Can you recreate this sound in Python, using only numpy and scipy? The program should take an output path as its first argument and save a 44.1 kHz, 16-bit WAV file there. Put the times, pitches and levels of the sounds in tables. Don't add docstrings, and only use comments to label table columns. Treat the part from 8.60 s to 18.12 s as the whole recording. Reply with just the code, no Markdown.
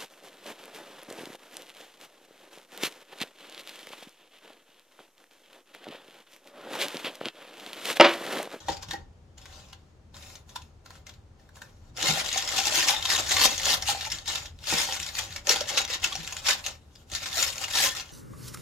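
import sys
import numpy as np
from scipy import signal
from scipy.fft import rfft, irfft, next_fast_len
from scipy.io import wavfile
from scipy.ndimage import uniform_filter1d, map_coordinates

SR = 44100
rng = np.random.default_rng(int(sys.argv[2]) if len(sys.argv) > 2 else 0)


def dump(signal):
    limited = np.clip(np.atleast_2d(signal).T, -1, 1)
    pcm = np.round(limited * 32767).astype(np.int16)
    wavfile.write(sys.argv[1], SR, pcm)


N = 419832

# (time [s], level [dB])
BAG_GRIPS = [
    [(3.33, -77.5), (3.372, -42), (3.488, -21), (3.68, -35.5), (3.686, -35.5), (3.786, -29.5),
     (3.862, -37.5), (3.874, -33.5), (3.95, -33.5)],
    [(3.97, -27), (4.0, -28), (4.03, -37), (4.07, -22), (4.11, -29.5), (4.154, -23), (4.274, -27.5),
     (4.278, -22.5), (4.42, -37)],
    [(4.44, -35), (4.45, -34.5), (4.54, -21), (4.68, -37.5), (4.716, -22.5), (4.79, -25.5), (4.854, -12.5),
     (4.874, -28.5), (4.95, -33)],
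    [(4.97, -36), (5.028, -34.5), (5.08, -23), (5.144, -25), (5.198, -43), (5.302, -25.5), (5.372, -38),
     (5.514, -35), (5.62, -46.5)],
    [(5.64, -55.5), (5.684, -32), (5.746, -33.5), (5.756, -31.5), (5.8, -40), (5.846, -43.5), (5.856, -41),
     (5.928, -67.5), (5.98, -63)],
    [(6.0, -60), (6.076, -29.5), (6.142, -25), (6.494, -41.5), (6.524, -46), (6.596, -28), (6.686, -48),
     (6.772, -40.5), (6.82, -58)],
    [(6.84, -57), (6.894, -20), (7.068, -46.5), (7.086, -30.5), (7.166, -35), (7.176, -22.5),
     (7.262, -42.5), (7.35, -29.5), (7.39, -51)],
    [(7.41, -51), (7.442, -20), (7.484, -41), (7.84, -43.5), (7.894, -20), (8.024, -52), (8.062, -29.5),
     (8.202, -69.5), (8.3, -69)],
    [(8.42, -60), (8.458, -73.5), (8.548, -32.5), (8.61, -43), (8.658, -31.5), (8.684, -34.5), (8.832, -25),
     (8.94, -40.5), (9.0, -36)],
    [(9.02, -29.5), (9.048, -36), (9.07, -45), (9.154, -25), (9.242, -21.5), (9.314, -36.5), (9.406, -34.5),
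     (9.446, -52), (9.52, -54)],
]
# (time [s], level [dB])
CUP_MOVES = [
    [(0.0, -47.5), (0.06, -55.5), (0.09, -34), (0.21, -59), (0.23, -36), (0.262, -60), (0.316, -42.5),
     (0.482, -80), (0.62, -87)],
    [(0.72, -89), (0.77, -72.5), (0.78, -50), (0.788, -60), (0.966, -51), (1.122, -60.5), (1.13, -50.5),
     (1.156, -67.5), (1.3, -76)],
    [(1.5, -102), (1.548, -51), (1.764, -51.5), (1.85, -77), (1.896, -55), (1.948, -59), (1.96, -37),
     (1.98, -55.5), (2.12, -75)],
    [(2.2, -83), (2.232, -83), (2.26, -54.5), (2.284, -65.5), (2.298, -58), (2.38, -59), (2.452, -79.5),
     (2.468, -51.5), (2.66, -86)],
    [(2.76, -87), (2.802, -66), (2.928, -75), (2.968, -52.5), (3.006, -63), (3.018, -51), (3.062, -61.5),
     (3.17, -70), (3.3, -66)],
]


def effort():
    return curves(np.concatenate(CUP_MOVES + BAG_GRIPS))[0]


# (frequency [Hz], level [dB])
FILM_EQ = [(590, -22), (1000, -5), (1230, -5), (1830, -3.5), (2280, -4.5), (2680, 0), (6860, -3),
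           (8160, -12.5), (14600, -17.5), (16000, -28)]
# (frequency [Hz], level [dB])
BODY_EQ = [(120, -31), (200, -15.5), (307, -7.5), (409, -13), (579, -3.5), (696, -11), (777, -4),
           (1500, -9.5), (1950, -35.5), (3300, -120)]
# (time [s], body [dB], sheen [dB])
HANDLING_TONE = [(.2, -9, -17), (.95, -11.5, -13), (1.75, -12, -7), (2.4, -11.5, -11), (3.0, -9.5, -9),
                 (3.6, -9.5, -12), (4.2, -10.5, -11.5), (4.7, -8.5, -12), (5.3, -11.5, -12.5),
                 (5.8, -13.5, -16.5), (6.4, -14, -8.5), (7.1, -10, -14.5), (7.8, -10, -12),
                 (8.7, -15.5, -9), (9.25, -13, -9)]
# (frequency [Hz], left-right likeness [0..1])
CRINKLE_IMAGE = [(60, 0.89), (250, 0.89), (700, 0.71), (2000, 0.42), (5000, 0.23), (9000, 0.78),
                 (15000, 0.6)]
FIRM_GRIP_DB, BODY_SLOPE = -31.5, -0.24


def crinkle():
    effort_db = effort()
    body_db, sheen_db = curves(HANDLING_TONE)
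    body_db = body_db + BODY_SLOPE * (effort_db - FIRM_GRIP_DB)
    sheen_db = sheen_db + 1.5 * wobble(8)
    force = np.clip((effort_db + 51.5) / 14, 0, 1)
    shower = unit(buckling(300, spread_db=2.5, t60=0.046)) * amp(2.6 * wobble(30))
    shower = shower ** (0.047 + 0.56 * force)
    rustle = shower * patchy(rng.standard_normal((2, N)), depth_db=3.5)
    pings = [fold_pings(rate=700, cycles=4.6), fold_pings(rate=570, cycles=5.7)]
    film = stereo(rustle + force * shower * amp(-8.5) * pings, FILM_EQ, CRINKLE_IMAGE)
    sheen = filtered(film, lambda hz: 1 / (1 + (8000 / (hz + 1)) ** 12))
    film = unit(film - sheen) + amp(sheen_db) * unit(sheen)
    folds = np.sqrt(shower * unit(buckling(80, spread_db=4, t60=0.058)) ** force)
    body = stereo(folds * rng.standard_normal((2, N)), BODY_EQ, CRINKLE_IMAGE)
    return amp(effort_db - 1.5) * (film + amp(body_db) * body)


def buckling(rate, spread_db, t60):
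    chance, size = rng.random(N), rng.exponential(size=N)
    hits = (chance < rate / SR) * amp(spread_db * np.minimum(size, 4))
    energy = signal.lfilter([1], [1, -amp(-120 / (t60 * SR))], hits ** 2)
    return np.sqrt(np.abs(energy))


def fold_pings(rate, cycles):
    count, t = int(rate * N / SR), np.arange(128) / SR
    when, pitch, size = rng.random((count, 3)).T
    hz = 1800 + 6000 * pitch[:, None]
    rings = size[:, None] ** 2 * np.sqrt(hz) * np.sin(2 * np.pi * hz * t) * np.exp(-t * hz / cycles)
    at = (when * N).astype(int)[:, None] + np.arange(len(t))
    return unit(np.bincount(at.ravel(), rings.ravel(), N + len(t))[:N])


# (time [s], level [dB], main pitch [Hz])
CREASE_SNAPS = [(3.3662, -28, 3320), (3.3724, -25, 5310), (3.4117, -21.5, 7540), (3.4247, -13.5, 7350),
                (3.483, -16, 4900), (3.688, -19, 4350), (3.7148, -23, 3560), (3.7278, -15.5, 6700),
                (3.7745, -12, 6550), (3.8224, -17, 4350), (3.8746, -18, 5210), (3.8892, -16.5, 7090),
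                (3.922, -21, 5960), (3.9866, -17, 5400), (4.0542, -13.5, 5370), (4.0689, -11.5, 6950),
                (4.1215, -24.5, 3380), (4.2043, -10.5, 5260), (4.2822, -10, 2380), (4.3264, -20.5, 2620),
                (4.4243, -18, 3520), (4.4526, -11, 3680), (4.4997, -12.5, 1990), (4.56, -12, 6600),
                (4.585, -16.5, 2740), (4.6705, -25.5, 5440), (4.6922, -14.5, 6650), (4.7164, -8.5, 7520),
                (4.7674, -11.5, 2140), (4.813, -7, 2710), (4.9786, -16, 6450), (4.996, -16.5, 2130),
                (5.031, -20.5, 2700), (5.0542, -12.5, 6800), (5.223, -15, 5410), (5.2836, -13.5, 4200),
                (5.4071, -16.5, 3740), (5.447, -21.5, 2110), (5.4615, -22.5, 6470), (5.4996, -23.5, 5220),
                (5.5171, -15.5, 5450), (5.5853, -24.5, 4510), (5.658, -27.5, 3770), (5.6764, -20.5, 5360),
                (5.7554, -17.5, 3440), (5.8572, -26.5, 3410), (5.987, -38, 3880), (6.0382, -28.5, 3310),
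                (6.0668, -19, 4630), (6.2347, -24, 4320), (6.323, -16.5, 5600), (6.3609, -33, 4450),
                (6.3989, -18.5, 7200), (6.428, -20.5, 5410), (6.4615, -22, 5010), (6.4877, -24, 4140),
                (6.5498, -20, 4480), (6.5879, -16.5, 3350), (6.7246, -30, 3820), (6.761, -20, 5170),
                (6.87, -13, 6530), (6.8928, -5.5, 5530), (6.934, -24.5, 4520), (6.959, -15.5, 3520),
                (7.0057, -16, 5450), (7.055, -29, 2780), (7.073, -25.5, 3260), (7.0877, -19.5, 3260),
                (7.1457, -23, 3880), (7.1746, -9, 2800), (7.2152, -16.5, 6900), (7.2483, -20, 5930),
                (7.2764, -27, 5200), (7.3008, -21.5, 5410), (7.3347, -18, 3720), (7.3987, -34, 3130),
                (7.439, -10.5, 2600), (7.5227, -20, 3300), (7.5528, -18.5, 5700), (7.604, -48, 4460),
                (7.644, -30.5, 3730), (7.6745, -19.5, 7490), (7.7233, -21, 6700), (7.7664, -20, 6900),
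                (7.856, -20.5, 5470), (7.865, -16, 3340), (7.992, -32, 5960), (8.0407, -27, 2680),
                (8.0622, -15, 6440), (8.3534, -36.5, 4990), (8.4986, -36, 7350), (8.515, -25.5, 6260),
                (8.535, -25, 3130), (8.5494, -21, 3700), (8.6298, -26.5, 3230), (8.7289, -18, 3350),
                (8.8253, -9.5, 6720), (8.9226, -27.5, 6940), (8.979, -18.5, 6500), (9.0403, -16, 2750),
                (9.08, -23.5, 2150), (9.108, -23, 4770), (9.1356, -19, 3400), (9.397, -22, 4200),
                (9.4915, -38, 2900)]
# (time [s], level [dB], main pitch [Hz])
RIM_TICKS = [(0.0837, -22, 1600), (0.1264, -35, 5980), (0.167, -30, 4560), (0.2224, -33, 4820),
             (0.2843, -33.5, 3110), (0.3087, -21, 1700), (0.3326, -25.5, 1930), (0.3541, -39, 1850),
             (0.7796, -39.5, 7000), (0.815, -41, 5460), (0.8555, -35, 2280), (0.9254, -42, 3040),
             (1.0849, -46, 5520), (1.1293, -32.5, 2920), (1.5414, -37, 3680), (1.5653, -37, 1670),
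             (1.6234, -38, 3710), (1.6994, -39, 6670), (1.7539, -33, 5970), (1.8921, -39.5, 6030),
             (1.9584, -24.5, 3670), (2.0183, -40, 3600), (2.2593, -37, 1330), (2.3052, -37, 1550),
             (2.3526, -42, 1500), (2.4663, -35.5, 6220), (2.4937, -34, 3350), (2.5376, -45, 4100),
             (2.7955, -52, 1670), (2.8898, -50, 1720), (2.9547, -42, 7160), (3.018, -35.5, 1520)]
SMALL_SNAPS_PER_S, SMALL_SNAP_DB, SMALL_SNAP_SPREAD_DB = 14, 7.5, 4.5
FOLD_LOW_HZ, FOLD_HIGH_HZ = [2130, 2700, 3370], [3750, 4350, 5400, 6640]


def snaps():
    out, t = np.zeros((2, N)), np.arange(3072) / SR
    hz = np.fft.rfftfreq(len(t), 1 / SR)
    when, pitch, size = rng.random((int(SMALL_SNAPS_PER_S * N / SR), 3)).T
    small_db = effort()[(when * N).astype(int)] + SMALL_SNAP_DB + SMALL_SNAP_SPREAD_DB * (2 * size - 1)
    small_snaps = zip(when * N / SR, small_db, 1800 + 1700 * pitch)
    for s, db, main_hz in [*CREASE_SNAPS, *RIM_TICKS, *small_snaps]:
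        centre, left, right, grain = rng.standard_normal((4, len(t)))
        second_hz = rng.choice(FOLD_LOW_HZ if main_hz > 3500 else FOLD_HIGH_HZ)
        t60 = 0.038 * np.exp(0.24 * rng.normal())
        ragged = amp(3.84 * unit(uniform_filter1d(grain, size=60)))
        envelope = ragged * strike(t, attack=0.001, t60=max(t60, .004))
        peaks = .5 + 1.24 * resonance(hz, main_hz, 400) + 0.56 * resonance(hz, second_hz, 400)
        noise = centre + 0.58 * np.array([left, right])
        burst = irfft(rfft(noise * envelope) * amp(along(FILM_EQ, hz)) * peaks)
        add(out, s, amp(db + 0.5) * burst / np.abs(burst).max())
    return out


# (time [s], level [dB], pitch [Hz])
AIR_POPS = [(3.489, -22, 806), (3.573, -21, 773), (3.759, -22, 786), (3.986, -22, 782), (4.069, -23.5, 824),
            (4.119, -28.5, 597), (4.187, -24.5, 1014), (4.295, -22, 790), (4.336, -23.5, 850),
            (4.452, -26.5, 1010), (4.516, -28, 1140), (4.584, -31, 770), (4.709, -28.5, 510),
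            (4.767, -17.5, 1115), (4.812, -20, 1010), (4.846, -19, 1016), (5.077, -28, 770),
            (5.126, -26, 763), (5.227, -33, 777), (5.288, -18, 832), (5.348, -24.5, 780), (5.465, -29, 873),
            (6.078, -37, 783), (6.124, -24, 861), (6.287, -26, 854), (6.322, -31, 823), (6.595, -32, 855),
            (6.875, -26, 542), (6.902, -19, 503), (7.012, -21.5, 577), (7.134, -32, 526), (7.3, -29.5, 533),
            (7.432, -37, 800), (7.52, -28.5, 1150), (7.553, -27.5, 783), (7.722, -34, 996),
            (7.893, -30.5, 589), (8.521, -40, 565), (8.771, -28.5, 676), (9.081, -33, 950),
            (9.156, -25, 966), (9.201, -25.5, 784)]


def air_pops():
    out, t = np.zeros(N), np.arange(SR // 4) / SR
    for s, db, hz in AIR_POPS:
        add(out, s, amp(db - 1.5) * strike(t, attack=0.00096, t60=0.053) * blurred_sine(t, hz, blur=50))
    return out


# (time [s], level [dB], top mode trim [dB])
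CUP_KNOCKS = [(0.084, -16.5, -17), (0.109, -51, -21), (0.334, -28, -7), (0.354, -43, 6), (6.124, -27.5, -1),
              (6.179, -42.5, 3), (6.197, -33, -3), (6.287, -30, -6)]
# (frequency [Hz], level [dB], decay to -60 dB [s])
CUP_MODES = [(529, -8.5, 0.05), (795, 1.5, 0.053), (913, -2.5, 0.0378), (1878, 6, 0.038)]


def cup_knocks():
    out, t = np.zeros(N), np.arange(SR // 4) / SR
    for s, db, top_db in CUP_KNOCKS:
        for hz, mode_db, t60 in CUP_MODES:
            ring = strike(t, attack=.006, t60=t60) * blurred_sine(t, hz, blur=26)
            add(out, s, amp(db + 6.5 + mode_db + top_db * (hz > 1200)) * ring)
    return out


# (time [s], level [dB])
CUP_TAPS = [(0.231, -35.5), (0.308, -29.5), (0.856, -42), (1.129, -43), (1.543, -46), (1.563, -42),
            (1.959, -30.5), (1.984, -47.5), (2.26, -42), (2.305, -39.5), (2.353, -48), (2.467, -45.5),
            (2.492, -46.5), (2.89, -47.5), (2.967, -44), (3.017, -33)]
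# (frequency [Hz], level [dB])
PAPER_EQ = [(400, -28), (750, -6), (1050, 6), (1250, -7.5), (1520, 5.5), (1900, -10), (3000, -26.5)]


def cup_taps():
    out, t = np.zeros(N), np.arange(4096) / SR
    colour = amp(along(PAPER_EQ, np.fft.rfftfreq(len(t), 1 / SR)))
    for s, db in CUP_TAPS:
        noise = irfft(rfft(rng.standard_normal(len(t))) * colour)
        puff = noise * strike(t, attack=0.00077, t60=0.032)
        add(out, s, amp(db) * puff / np.abs(puff).max())
    return out


# (time [s], level [dB], pitch [Hz])
COUNTER_BUMPS = [(0.084, -32, 385), (0.282, -42.5, 148), (0.331, -36.5, 326), (3.43, -36.5, 298),
                 (3.487, -29, 159), (4.066, -39, 301), (4.175, -35, 320), (4.259, -41.5, 326),
                 (4.528, -52.5, 315), (4.851, -40, 293), (5.126, -42.5, 159), (5.519, -42.5, 110),
                 (6.125, -27.5, 320), (6.4, -44.5, 111), (6.9, -49, 420), (7.585, -40, 164),
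                 (7.899, -45, 380), (8.516, -45, 149), (9.19, -39, 110)]
# (frequency [Hz], level [dB], decay to -60 dB [s])
COUNTER_MODES = [(160.5, 1, .2), (209, -4, 0.18), (256, -6, 0.066), (319, 4.5, 0.089), (399, -4.5, 0.11),
                 (477, -4, 0.14)]


def counter_bumps():
    out, t = np.zeros(N), np.arange(SR // 4) / SR
    for s, db, bump_hz in COUNTER_BUMPS:
        for hz, mode_db, t60 in COUNTER_MODES:
            octaves_away = abs(np.log2(hz / bump_hz))
            ring = strike(t, attack=0.0026, t60=t60) * blurred_sine(t, hz, blur=35)
            add(out, s, amp(db + mode_db - 7.1 * octaves_away) * ring)
    return out


# (frequency [Hz], width [Hz], level [dB])
AIR_SPACES = [(589, 176, 1.5), (770, 45, 9.5), (1410, 78, 0.5), (1798, 73, 7.5), (2117, 60, 6),
              (2680, 40, -5.5), (3345, 120, -1), (3750, 190, 4), (4380, 300, -0.5), (5300, 410, 2),
              (6220, 18, 3), (6460, 54, 1.5), (7200, 640, 4)]


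def hollows(x):
    ring = lambda hz: sum(amp(db) * resonance(hz, centre, width) for centre, width, db in AIR_SPACES)
    return filtered(x, lambda hz: 0.76 + 0.36 * ring(hz))


# (frequency [Hz], decay to -60 dB [s])
KITCHEN_DECAY = [(300, 0.31), (2000, 0.22), (8000, 0.11)]


def kitchen_echo(x):
    out, block = np.zeros((2, N)), SR // 4
    for start in range(0, N, block):
        hz, t, noise = signal.stft(rng.standard_normal((2, block)), SR, nperseg=256)
        decay = amp(-60 * t / along(KITCHEN_DECAY, hz)[:, None])
        mid, side = signal.istft(noise * decay, SR, nperseg=256)[1]
        tail = mid + 0.72 * side * [[1], [-1]]
        tail /= np.linalg.norm(tail[0])
        add(out, start / SR, signal.fftconvolve(x[:, start:start + block], tail, axes=1))
    return out


# (frequency [Hz], level [dB])
ROOM_EQ = [(15, -44), (25, -2.5), (48, -12), (80, -3.5), (123, -13), (153, -13.5), (175, -20), (217, -20),
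           (270, -24.5), (545, -28.5), (695, -33), (775, -32.5), (2160, -42.5), (6740, -48.5),
           (16000, -71.5)]
# (frequency [Hz], left-right likeness [0..1])
ROOM_IMAGE = [(60, 1), (240, 0.86), (950, 0.21), (3770, 0.067), (15000, 0.71)]
# (time [s], level [dB])
COUNTER_TREMBLE = [(0.0, -58), (0.1, -42), (0.16, -53), (0.45, -48.5), (0.53, -55.5), (3.1, -54),
                   (3.53, -48), (3.76, -52.5), (5.3, -46), (5.35, -50), (7.4, -50), (8.51, -56),
                   (8.54, -46.5), (8.67, -54), (9.41, -49.5), (9.52, -60)]


def room_tone():
    bed = stereo(patchy(rng.standard_normal((2, N)), depth_db=0.4), ROOM_EQ, ROOM_IMAGE)
    bass = filtered(bed, lambda hz: 1 / (1 + (hz / 150) ** 4))
    bass_db = curves(COUNTER_TREMBLE)[0] + 1.3 * wobble(5.4)
    return amp(-51) * (bed - bass) + amp(bass_db) * unit(bass)


# (frequency [Hz], left minus right [dB])
PORT_PAN = [(60, -4), (180, 3.5), (350, -2), (700, 0.7), (1400, 0.5), (2800, 2), (5700, 4), (9500, 2),
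            (15000, -1)]
# (frequency [Hz], left lead [rad])
PORT_PHASE = [(0, 0.37), (690, 0.033), (950, 1), (1210, -1.96), (1460, 1), (1720, 0.16), (2150, -0.1),
              (2930, 0.35), (3700, -1.1), (3960, -2), (4390, -0.61), (5430, -1.28), (8350, 0.69),
              (16100, -1.3)]


def mic_ports(x):
    left_over_right = lambda hz: amp(along(PORT_PAN, hz)) * np.exp(1j * along(PORT_PHASE, hz))
    return filtered(x, lambda hz: left_over_right(hz) ** [[.5], [-.5]])


def amp(db):
    return 10 ** (np.asarray(db) / 20)


def unit(x):
    return x / np.sqrt(np.mean(x ** 2) + 1e-20)


def along(points, hz):
    knots, values = np.transpose(points)
    return np.interp(np.log(hz + 1), np.log(knots + 1), values)


def curves(rows):
    s, *columns = np.transpose(rows)
    return [np.interp(np.arange(N) / SR, s, column) for column in columns]


def wobble(rate):
    return map_coordinates(rng.standard_normal(int(N * rate / SR) + 4), [np.arange(N) * rate / SR])


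def strike(t, attack, t60):
    return (1 - np.exp(-t / attack)) * amp(-60 * t / t60)


def blurred_sine(t, hz, blur):
    drift = np.cumsum(rng.standard_normal(len(t))) * np.sqrt(blur / SR)
    return np.sin(2 * np.pi * hz * t + drift)


def resonance(hz, centre, width):
    return 1j * hz * width / (centre ** 2 - hz ** 2 + 1j * hz * width)


def filtered(x, response):
    size = next_fast_len(N + SR // 2)
    return irfft(rfft(x, size) * response(np.fft.rfftfreq(size, 1 / SR)), size)[..., :N]


def patchy(pair, depth_db):
    spectra = signal.stft(pair, nperseg=256)[2]
    patches = uniform_filter1d(rng.standard_normal(spectra.shape[1:]), size=2, axis=0)
    patches = uniform_filter1d(patches, size=10, axis=1)
    return signal.istft(spectra * amp(depth_db * unit(patches)), nperseg=256)[1][:, :N]


def stereo(pair, eq, image):
    angle = lambda hz: np.arccos(np.clip(along(image, hz), -1, 1)) / 2
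    mid, side = filtered(pair, lambda hz: amp(along(eq, hz)) * [np.cos(angle(hz)), np.sin(angle(hz))])
    return unit(np.array([mid + side, mid - side]))


def add(track, s, sound):
    part = track[..., round(s * SR):][..., :sound.shape[-1]]
    part += sound[..., :part.shape[-1]]


def scene():
    close = hollows(crinkle() + snaps()) + cup_knocks() + air_pops() + counter_bumps() + cup_taps()
    return mic_ports(close + amp(-7) * kitchen_echo(close)) + room_tone() * amp([[.8], [-.8]])


def record(dry):
    ceiling, low_cut_hz, top_hz = .95, 29, 15950
    soft = dry / (1 + np.abs(dry / ceiling) ** 4) ** (1 / 4)
    return filtered(soft, lambda hz: (hz < top_hz) / (1 + (low_cut_hz / (hz + 1)) ** 6))


dry = scene()
out = record(dry)
dump(out)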